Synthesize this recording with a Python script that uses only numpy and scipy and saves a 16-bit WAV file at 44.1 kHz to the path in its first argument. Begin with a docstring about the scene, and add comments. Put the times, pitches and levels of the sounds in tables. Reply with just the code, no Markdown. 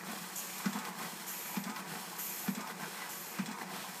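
"""Sheet-fed scanners on an office desk

Two scanners whir; the faster one pulls a sheet through every 0.9 s. Sliding friction makes each sheet
rub through the rollers and hiss onto the stack. It snaps free and excites the housing's modes with a
hollow thump; levers tick, the drive whines briefly and the next sheet is picked."""
import sys
import numpy as np
from scipy import signal
from scipy.fft import rfft, irfft
from scipy.io import wavfile
from scipy.ndimage import map_coordinates

SR = 44100
rng = np.random.default_rng(int(sys.argv[2]) if len(sys.argv) > 2 else 0)


def put_to_file(sound):
    """Save the sound as 16-bit audio at rate SR, in the file named by the first command-line argument."""
    columns = np.atleast_2d(sound).T  # one column per channel
    safe = np.clip(columns, -1, 1)
    whole_steps = np.round(safe * 32767)
    wavfile.write(sys.argv[1], SR, whole_steps.astype(np.int16))


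N = 176400
TIME = np.arange(N) / SR
FIBRES, GRIT = (10000, 2), (4500, 3.4)  # slips per second, spread in dB

# Each row: time the sheet snaps free in seconds; thump, slide, slide treble and landing offsets in dB;
# slide length in seconds; rub and roller offsets in dB.
SHEETS = [(-0.254, -13, -2, 0, -4, 0.47, -0.9, 1), (0.656, 1, -2, -6.5, -2, 0.41, 0.5, 1.1),
          (1.565, -3, 1.1, -2, -9.5, 0.29, -0.5, 1.85), (2.478, 0.5, 3.5, -1.5, -15, 0.28, -0.9, 1.8),
          (3.389, -2, -2, -2.5, -11, 0.22, -1.9, 1.7)]
# Envelopes of one feed cycle. Each row: seconds from the snap, relative level in dB.
RUB_CYCLE = [(-0.3, 1), (-0.02, 0.5), (0.05, -8), (0.11, -5.5), (0.18, -7.5), (0.205, -1), (0.235, 2.5),
             (0.262, -10), (0.295, -6), (0.33, 2.5), (0.38, 2), (0.46, 2.8)]
ROLLER_CYCLE = [(-0.3, -3), (-0.2, -4.5), (-0.03, -1.5), (0.005, 6), (0.055, -8.5), (0.11, 3.5),
                (0.17, -4.5), (0.225, 5), (0.265, -2), (0.31, -1), (0.35, 4.5), (0.40, 3), (0.435, -2),
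                (0.52, -2)]
# Friction spectra. Each row: frequency in Hz, relative density in dB.
RUB_SPECTRUM = [(300, -12.5), (1000, -3), (2400, 0.5), (2900, 1.5), (3300, 5.5), (3700, -2), (4200, 4.5),
                (4800, -1.5), (5350, 4.5), (5700, -0.5), (7200, 1), (8800, 2), (9900, -5), (10800, 1.5),
                (12000, 1.5), (13500, -1.5), (15300, -3.5)]
ROLLER_SPECTRUM = [(100, -10), (270, 1.5), (330, 5.5), (410, -3), (480, 7), (540, -12), (640, 1), (780, 4),
                   (1050, -2), (1350, 1.5), (1550, 3), (2000, -1.5), (2450, -2), (2900, -9.5), (5000, -13),
                   (15000, -58)]
# Gear and belt beats. Each row: rate in Hz, modulation depth.
GEARS = [(31.9, 0.13), (46.4, 0.13), (68.2, 0.039), (87.6, 0.26)]
def feed(rub_gain_db=-50, roller_gain_db=-52):
    """Stick-slip friction: paper rubs its guides, and gears amplitude-modulate the roller noise."""
    *_, rub_db, roller_db = np.transpose(SHEETS)
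    throb = 1 + sum(depth * np.sin(2 * np.pi * np.cumsum(hz + 1.34 * drift(1.87)) / SR)
                    for hz, depth in GEARS)
    rub = coloured(grains(*FIBRES) * amp(0.86 * drift(60)), RUB_SPECTRUM)
    rollers = coloured(grains(*GRIT) * throb * amp(drift(33)), ROLLER_SPECTRUM)
    return (amp(rub_gain_db) * cycle(RUB_CYCLE, rub_db) * rub
            + amp(roller_gain_db) * cycle(ROLLER_CYCLE, roller_db) * rollers)


# Spectra of paper on paper. Each row: frequency in Hz, relative density in dB.
SLIDE_SPECTRUM = [(500, -27), (2400, -5.5), (4000, -14.5), (5800, -8), (7000, -1), (8200, -7.5), (9000, -7),
                  (9900, -13), (10700, -3.5), (11400, 0.5), (12080, 5.5), (12900, 0), (13700, -1.5),
                  (14500, -9), (15300, -14)]
LANDING_SPECTRUM = [(1000, -42), (3500, -20), (5500, -1), (7000, 10), (8500, 2), (9900, 0), (12200, 6),
                    (14500, -10.5)]
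def slides(lead_s=0.2985, slide_gain_db=-44, landing_gain_db=-40.5):
    """Friction and comb filtering: the edge lands and hisses along the stack as its tray echo lengthens."""
    out = np.zeros(N)
    for snap, _, slide_db, treble_db, landing_db, length, *_ in SHEETS:
        t = np.maximum(TIME - snap + lead_s, 0)  # since landing
        spectrum = [(hz, db + treble_db * (hz > 9000)) for hz, db in SLIDE_SPECTRUM]
        hiss = coloured(grains(*FIBRES), spectrum)
        delay_s = 0.0006 + 0.0017 * t
        echo = 0.3 * map_coordinates(hiss, [(TIME - delay_s) * SR], order=3)
        fade_db = -16.5 * t - 82 * np.maximum(t - length, 0)
        out += amp(slide_gain_db + slide_db + fade_db) * rise(t, 0.015) * unit(hiss + echo)
        bite = rise(t, 0.0017) * (1 + np.exp(-t / 0.0065))
        release = np.exp(-np.maximum(t - 0.045, 0) / 0.0089)
        scrape = coloured(grains(*FIBRES), LANDING_SPECTRUM)
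        out += amp(landing_gain_db + landing_db) * bite * release * scrape
    return out


# Each row: mode frequency in Hz, relative level in dB, T60 in seconds.
HOUSING_MODES = [(164.4, -9.5, 0.17), (195.7, 0.5, 0.18), (236.9, -6, 0.19), (328, -4.5, 0.02)]
def housing(pitch):
    """Modal interference: neighbouring modes of the plastic shell start opposed, swell, then beat."""
    t = np.arange(SR // 2) / SR
    swell = np.sin(np.pi / 2 * rise(t, 0.0017)) ** 2
    return swell * sum((-1) ** k * amp(db - 60 * t / t60) * np.sin(2 * np.pi * hz * pitch * t)
                       for k, (hz, db, t60) in enumerate(HOUSING_MODES))


# Rumble under the rollers. Each row: seconds from the snap, relative level in dB.
RUMBLE_CYCLE = [(-0.3, -7.5), (-0.03, -5), (0.1, -4), (0.24, 0), (0.32, 0.5), (0.37, 1.5), (0.44, -3),
                (0.53, -6)]
# Sheets and rollers bump the housing. Each row: start in seconds, gain in dB, pitch ratio.
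BUMPS = [(0.093, -39, 1.03), (0.205, -42.5, 0.91), (0.746, -32, 1.06), (0.771, -44, 1.1),
         (1.047, -43, 0.85), (1.122, -43.5, 1.03), (1.659, -36, 1.03), (1.686, -37, 1.14),
         (1.911, -42.5, 0.81), (1.949, -45, 1.07), (2.567, -34.5, 1.06), (2.822, -42, 0.92),
         (3.420, -38, 0.84), (3.48, -36, 1.09), (3.503, -44.5, 1.13), (3.770, -45, 0.83),
         (3.877, -45, 0.95)]
def thumps(thump_gain_db=-25.5, rumble_gain_db=-51.5):
    """Free and forced vibration: the housing booms at snaps and bumps, and rumbles under the rollers."""
    rumble = unit(signal.fftconvolve(rng.standard_normal(N), housing(0.95))[:N])
    out = amp(rumble_gain_db) * cycle(RUMBLE_CYCLE, np.zeros(len(SHEETS))) * rumble
    for snap, db, *_ in SHEETS:
        add(out, snap + 0.00044, amp(thump_gain_db + db) * housing(1))
    for start, db, pitch in BUMPS:
        add(out, start, amp(db) * housing(pitch))
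    return highpass(out, hz=108)  # the booms carry little deep bass


def rattle(peak_s=0.015, relative_db=-15.5):
    """Secondary impacts: each bump shakes loose parts of the roller frame into a clatter."""
    out, t = np.zeros(N), np.arange(SR // 6) / SR
    envelope = t / peak_s * np.exp(1 - t / peak_s)
    for start, db, _ in BUMPS:
        clatter = coloured(rng.standard_normal(len(t)), ROLLER_SPECTRUM)
        add(out, start, amp(db + relative_db) * envelope * clatter)
    return out


# Each row: mode frequency in Hz, relative level in dB, T60 in seconds.
FRAME_MODES = [(405, -6.5, 0.054), (753, -1, 0.049), (884, 0.5, 0.039), (1029, -0.5, 0.06),
               (1241, -3, 0.056), (1520, -5, 0.059), (2012, 0, 0.04), (2386, -3.5, 0.038)]
def frame(centre_hz, octaves=0.38, detune=0.032):
    """Modal excitation: where the roller frame is struck decides which modes speak."""
    t = np.arange(SR // 8) / SR
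    hz, db, t60 = np.transpose(FRAME_MODES)[:, :, None]
    scatter, phase = rng.uniform(-1.06, 1, (2, len(FRAME_MODES), 1))
    weight = amp(db) * bell(hz, centre_hz, octaves)
    angle = 2 * np.pi * hz * (1 + detune * scatter) * t + np.pi * phase
    modes = weight * amp(-60 * t / t60) * np.sin(angle)
    return rise(t, 0.003) * modes.sum(0) / np.linalg.norm(weight)


# Each row: start in seconds, gain in dB, centre frequency in Hz.
KNOCKS = [(0.085, -36.5, 785), (0.599, -34, 1050), (0.644, -37, 1230), (0.658, -34, 1500), (0.69, -36, 830),
          (0.758, -34, 1100), (0.768, -45, 810), (0.872, -36, 1150), (0.883, -36, 900), (0.998, -36, 1030),
          (1.010, -37, 1190), (1.046, -36, 2050), (1.496, -49, 870), (1.763, -37.5, 1210),
          (1.789, -42, 1100), (1.922, -54, 1210), (2.128, -38, 970), (2.189, -39, 1520), (2.642, -38, 1000),
          (2.671, -36, 760), (2.806, -34, 790), (2.826, -37, 1090), (2.878, -38, 420), (3.387, -32.5, 1450),
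          (3.613, -36, 1880), (3.761, -36, 780), (3.846, -40.5, 1090)]
def knocks(ticks_per_s=90, tick_gain_db=-56.5):
    """Impulse response: paper and rollers knock on the frame, over faint irregular ticking."""
    ticks = np.zeros(N)
    for hz, db, _ in FRAME_MODES:
        impulses = grains(ticks_per_s / len(FRAME_MODES), spread_db=2)
        ticks += amp(db) * signal.oaconvolve(impulses, frame(hz))[:N]
    out = amp(tick_gain_db) * cycle(ROLLER_CYCLE, [row[-1] for row in SHEETS]) * unit(ticks)
    for start, db, hz in KNOCKS:
        add(out, start, amp(db) * frame(hz))
    return out


# Each row: start in seconds, gain in dB.
SNAPS = [(0.656, -35.5), (1.564, -40.5), (2.477, -42), (3.386, -42)]
CLUTCH_TICKS = [(0.851, -37.5), (1.761, -38), (2.673, -41.5), (3.586, -48)]
EDGE_FLICKS = [(0.116, -44.5), (0.582, -43), (1.026, -43.5), (1.939, -50), (3.760, -46)]
# Their spectra. Each row: frequency in Hz, relative density in dB.
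SNAP_SPECTRUM = [(100, -31), (400, 1), (800, 6.5), (1500, 6), (2500, 0), (3600, -1), (5300, 1), (8000, -6),
                 (14000, -42)]
CLUTCH_SPECTRUM = [(150, -30), (500, 4), (2000, 5.5), (4200, 5.5), (5800, 5), (7000, -4), (14000, -2)]
EDGE_SPECTRUM = [(2000, -10), (7000, -3), (10000, -7), (12000, 2), (15000, -21)]
def clicks():
    """Broadband transients: the rear edge snaps free, the clutch engages, an edge flicks a guide."""
    out = np.zeros(N)
    for events, decay_s, spectrum in [(SNAPS, 0.015, SNAP_SPECTRUM),
                                      (CLUTCH_TICKS, 0.0061, CLUTCH_SPECTRUM),
                                      (EDGE_FLICKS, 0.012, EDGE_SPECTRUM)]:
        for start, db in events:
            add(out, start, amp(db) * burst(spectrum, decay_s))
    return out


# Each row: start in seconds, click gain in dB, ring gain in dB.
LEVER_STRIKES = [(0.73, -42.5, -53), (0.787, -42.5, -59), (1.638, -41, -57), (1.696, -42.5, -64),
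                 (2.549, -41, -56), (2.607, -43.5, -63), (3.459, -41, -54), (3.513, -45, -59)]
# The click. Each row: frequency in Hz, relative density in dB.
LEVER_SPECTRUM = [(500, 1), (2000, 10), (3400, 1.5), (4300, 2), (5300, 10), (6200, 3.5), (7200, 7.5),
                  (8700, 7.5), (9700, -10), (14000, -3)]
# The ring. Each row: frequency in Hz, relative level in dB, T60 in seconds.
LEVER_MODES = [(3400, 3, 0.16), (4000, 6, 0.08), (4470, -25, 0.12), (4960, -32, 0.091), (6600, -11, 0.07),
               (7165, -8, 0.06), (7570, -3, 0.06), (8900, -5, 0.05)]
def lever():
    """Impact and rebound: the paper sensor's lever drops behind a sheet, pings and bounces once."""
    out, t = np.zeros(N), np.arange(SR // 4) / SR
    for start, click_db, ring_db in LEVER_STRIKES:
        add(out, start, amp(click_db) * burst(LEVER_SPECTRUM, decay_s=0.015))
        ring = sum(amp(db - 60 * t / t60) * np.sin(2 * np.pi * (hz * t + rng.random()))
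                   for hz, db, t60 in LEVER_MODES)
        add(out, start, amp(ring_db) * ring)
    return out


# Each row: start and length in seconds, level in dB, centre in Hz, half-width in octaves.
SCUFFS = [(0.49, 0.15, -54, 2400, 0.11), (0.567, 0.32, -49.5, 1220, 0.94), (1.253, 0.075, -52, 1460, 0.6),
          (1.397, 0.25, -55.5, 2390, 0.083), (1.76, 0.055, -49, 1190, 0.31), (2.923, 0.18, -48, 1430, 1),
          (2.99, 0.08, -53, 1980, 0.04), (3.31, 0.14, -52, 2400, 0.21), (3.696, 0.19, -50, 2700, 1)]
def scuffs():
    """Band-limited friction: sheets scuff the guides, each swell coloured by the bend of the paper."""
    out, f = np.zeros(N), np.fft.rfftfreq(N, 1 / SR)
    for start, length, db, hz, octaves in SCUFFS:
        band = unit(irfft(rfft(grains(*GRIT)) * bell(f + 1, hz, octaves), N))
        out += amp(db) * band * np.sqrt(abs(arch(start, length)))
    return out


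# Each row: start and length in seconds, frequency in Hz, gain in dB.
SQUEAKS = [(1.42, 0.16, 12620, -57), (2.163, 0.11, 12300, -56)]
def squeaks():
    """Friction-induced oscillation: now and then the sliding edge sings thinly."""
    return sum(tones([(hz, db)], waver_hz=23.8, flutter=0.6) * arch(start, length)
               for start, length, hz, db in SQUEAKS)


# Each row: frequency in Hz, relative density in dB.
WHIR_SPECTRUM = [(20, -48), (54, -42), (112, -14), (155, -1), (187, 5), (265, -14), (356, -3.5), (407, -6),
                 (478, -8), (561, -10), (625, -11), (754, -5), (960, -2), (1320, -11.5), (1510, -6.5),
                 (2390, -11), (2810, -20.5), (4800, -12.5), (8430, -11.5), (9900, -22), (11000, -18),
                 (12300, -20), (15200, -19)]
# Each row: frequency in Hz, level in dB.
MOTOR_TONES = [(344.5, -68.5), (565.2, -68), (755, -66.5), (845.2, -66), (972, -62), (1129, -64),
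               (1244, -68.5), (1996, -69.5), (3246, -84), (3732, -76.5), (6984, -72.5)]
WHINE_TONES = [(895, -55), (1050, -55.5), (1245, -55), (1480, -62), (2200, -60.5)]
def motors(whir_db=-52.5, whine_on_s=0.099, whine_off_s=0.217, ramp_s=0.0087):
    """Line spectra over noise: both machines whir, and the drive whines as it throws a sheet out."""
    whir = amp(whir_db) * coloured(rng.standard_normal(N), WHIR_SPECTRUM)
    hum = tones(MOTOR_TONES, waver_hz=2.83, flutter=0.57)
    whine = tones(WHINE_TONES, waver_hz=20.0, flutter=0.19)
    gate = sum(rise(np.minimum(TIME - snap - whine_on_s, snap + whine_off_s - TIME), ramp_s)
               for snap, *_ in SHEETS)
    return whir + hum + gate * whine


def office(x, t60_s=0.22, echoes_per_s=2000):
    """Reverberation: reflections die away exponentially in a small, cluttered room."""
    t = np.arange(SR // 2) / SR
    taps = rng.standard_normal(len(t)) * (rng.random(len(t)) < echoes_per_s / SR)
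    taps *= (t > 0.004) * amp(-60 * t / t60_s)
    return signal.fftconvolve(x, taps / np.linalg.norm(taps))[:N]


def grains(per_s, spread_db):
    """Shot noise: random impulses of uneven size."""
    size = amp(spread_db * np.minimum(rng.exponential(1, N), 4))
    return rng.choice([-1, 1], N) * size * (rng.random(N) < per_s / SR)


def burst(spectrum, decay_s):
    """Exponentially damped noise: a short click."""
    t = np.arange(SR // 5) / SR
    return rise(t, 0.00069) * np.exp(-t / decay_s) * coloured(rng.standard_normal(len(t)), spectrum)


def tones(lines, waver_hz, flutter, rate_hz=13.93):
    """Random modulation: sinusoids waver in strength and pitch."""
    out = np.zeros(N)
    for hz, db in lines:
        strength = amp(db) * np.sqrt(2) * (1 + flutter * drift(rate_hz))
        turns = np.cumsum(hz + waver_hz * drift(rate_hz)) / SR + rng.random()
        out += strength * np.sin(2 * np.pi * turns)
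    return out


def drift(rate_hz):
    """Low-passed noise at rms 1."""
    lowpass = np.exp(-(np.fft.rfftfreq(N, 1 / SR) / rate_hz) ** 2)
    return unit(irfft(rfft(rng.standard_normal(N)) * lowpass, N))


def coloured(x, spectrum):
    """Spectral shaping, at rms 1."""
    hz, db = np.transpose(spectrum)
    f = np.fft.rfftfreq(len(x), 1 / SR)
    gain = amp(np.interp(np.log(f + 1), np.log(hz), db))
    return unit(irfft(rfft(x) * gain, len(x)))


def cycle(curve, offsets_db):
    """An envelope repeated for every sheet."""
    points = sorted((sheet[0] + s, db + offset)
                    for sheet, offset in zip(SHEETS, offsets_db) for s, db in curve)
    return amp(np.interp(TIME, *np.transpose(points)))


def bell(hz, centre_hz, octaves):
    """Band weighting in log frequency."""
    return 1 / (1 + (np.log2(hz / centre_hz) / octaves) ** 2)


def arch(start, length):
    """Half-sine envelope."""
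    return np.sin(np.pi * np.clip((TIME - start) / length, 0, 1))


def rise(t, seconds):
    """Linear attack."""
    return np.clip(t / seconds, 0, 1)


def highpass(x, hz):
    """Second-order bass roll-off."""
    return signal.sosfilt(signal.butter(2, hz, "highpass", fs=SR, output="sos"), x)


def amp(db):
    """Decibels to gain."""
    return 10 ** (np.asarray(db) / 20)


def unit(x):
    """Scales to rms 1."""
    return x / np.sqrt(np.mean(x ** 2) + 1e-20)


def add(mix, start_s, sound):
    """Superposes a sound on the mix."""
    at = round(start_s * SR)
    sound = sound[max(-at, 0):]
    part = mix[max(at, 0):][:len(sound)]
    part += sound[:len(part)]


def scene():
    """Superposition: both machines and the room, in mono from in front of the desk."""
    paper = feed() + slides() + squeaks() + scuffs() + clicks() + knocks() + lever() + rattle()
    mono = paper + amp(-11) * office(paper) + thumps() + motors()
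    return np.array([mono, mono])


def record(dry, top_hz=15330):
    """Band limiting: the small microphone drops the bass, and a low-pass cuts the top treble."""
    lowpass = signal.firwin(1023, top_hz, window=("kaiser", 9), fs=SR)
    return signal.oaconvolve(highpass(dry, hz=110), lowpass[None], "same")


dry = scene()
out = record(dry)
put_to_file(out)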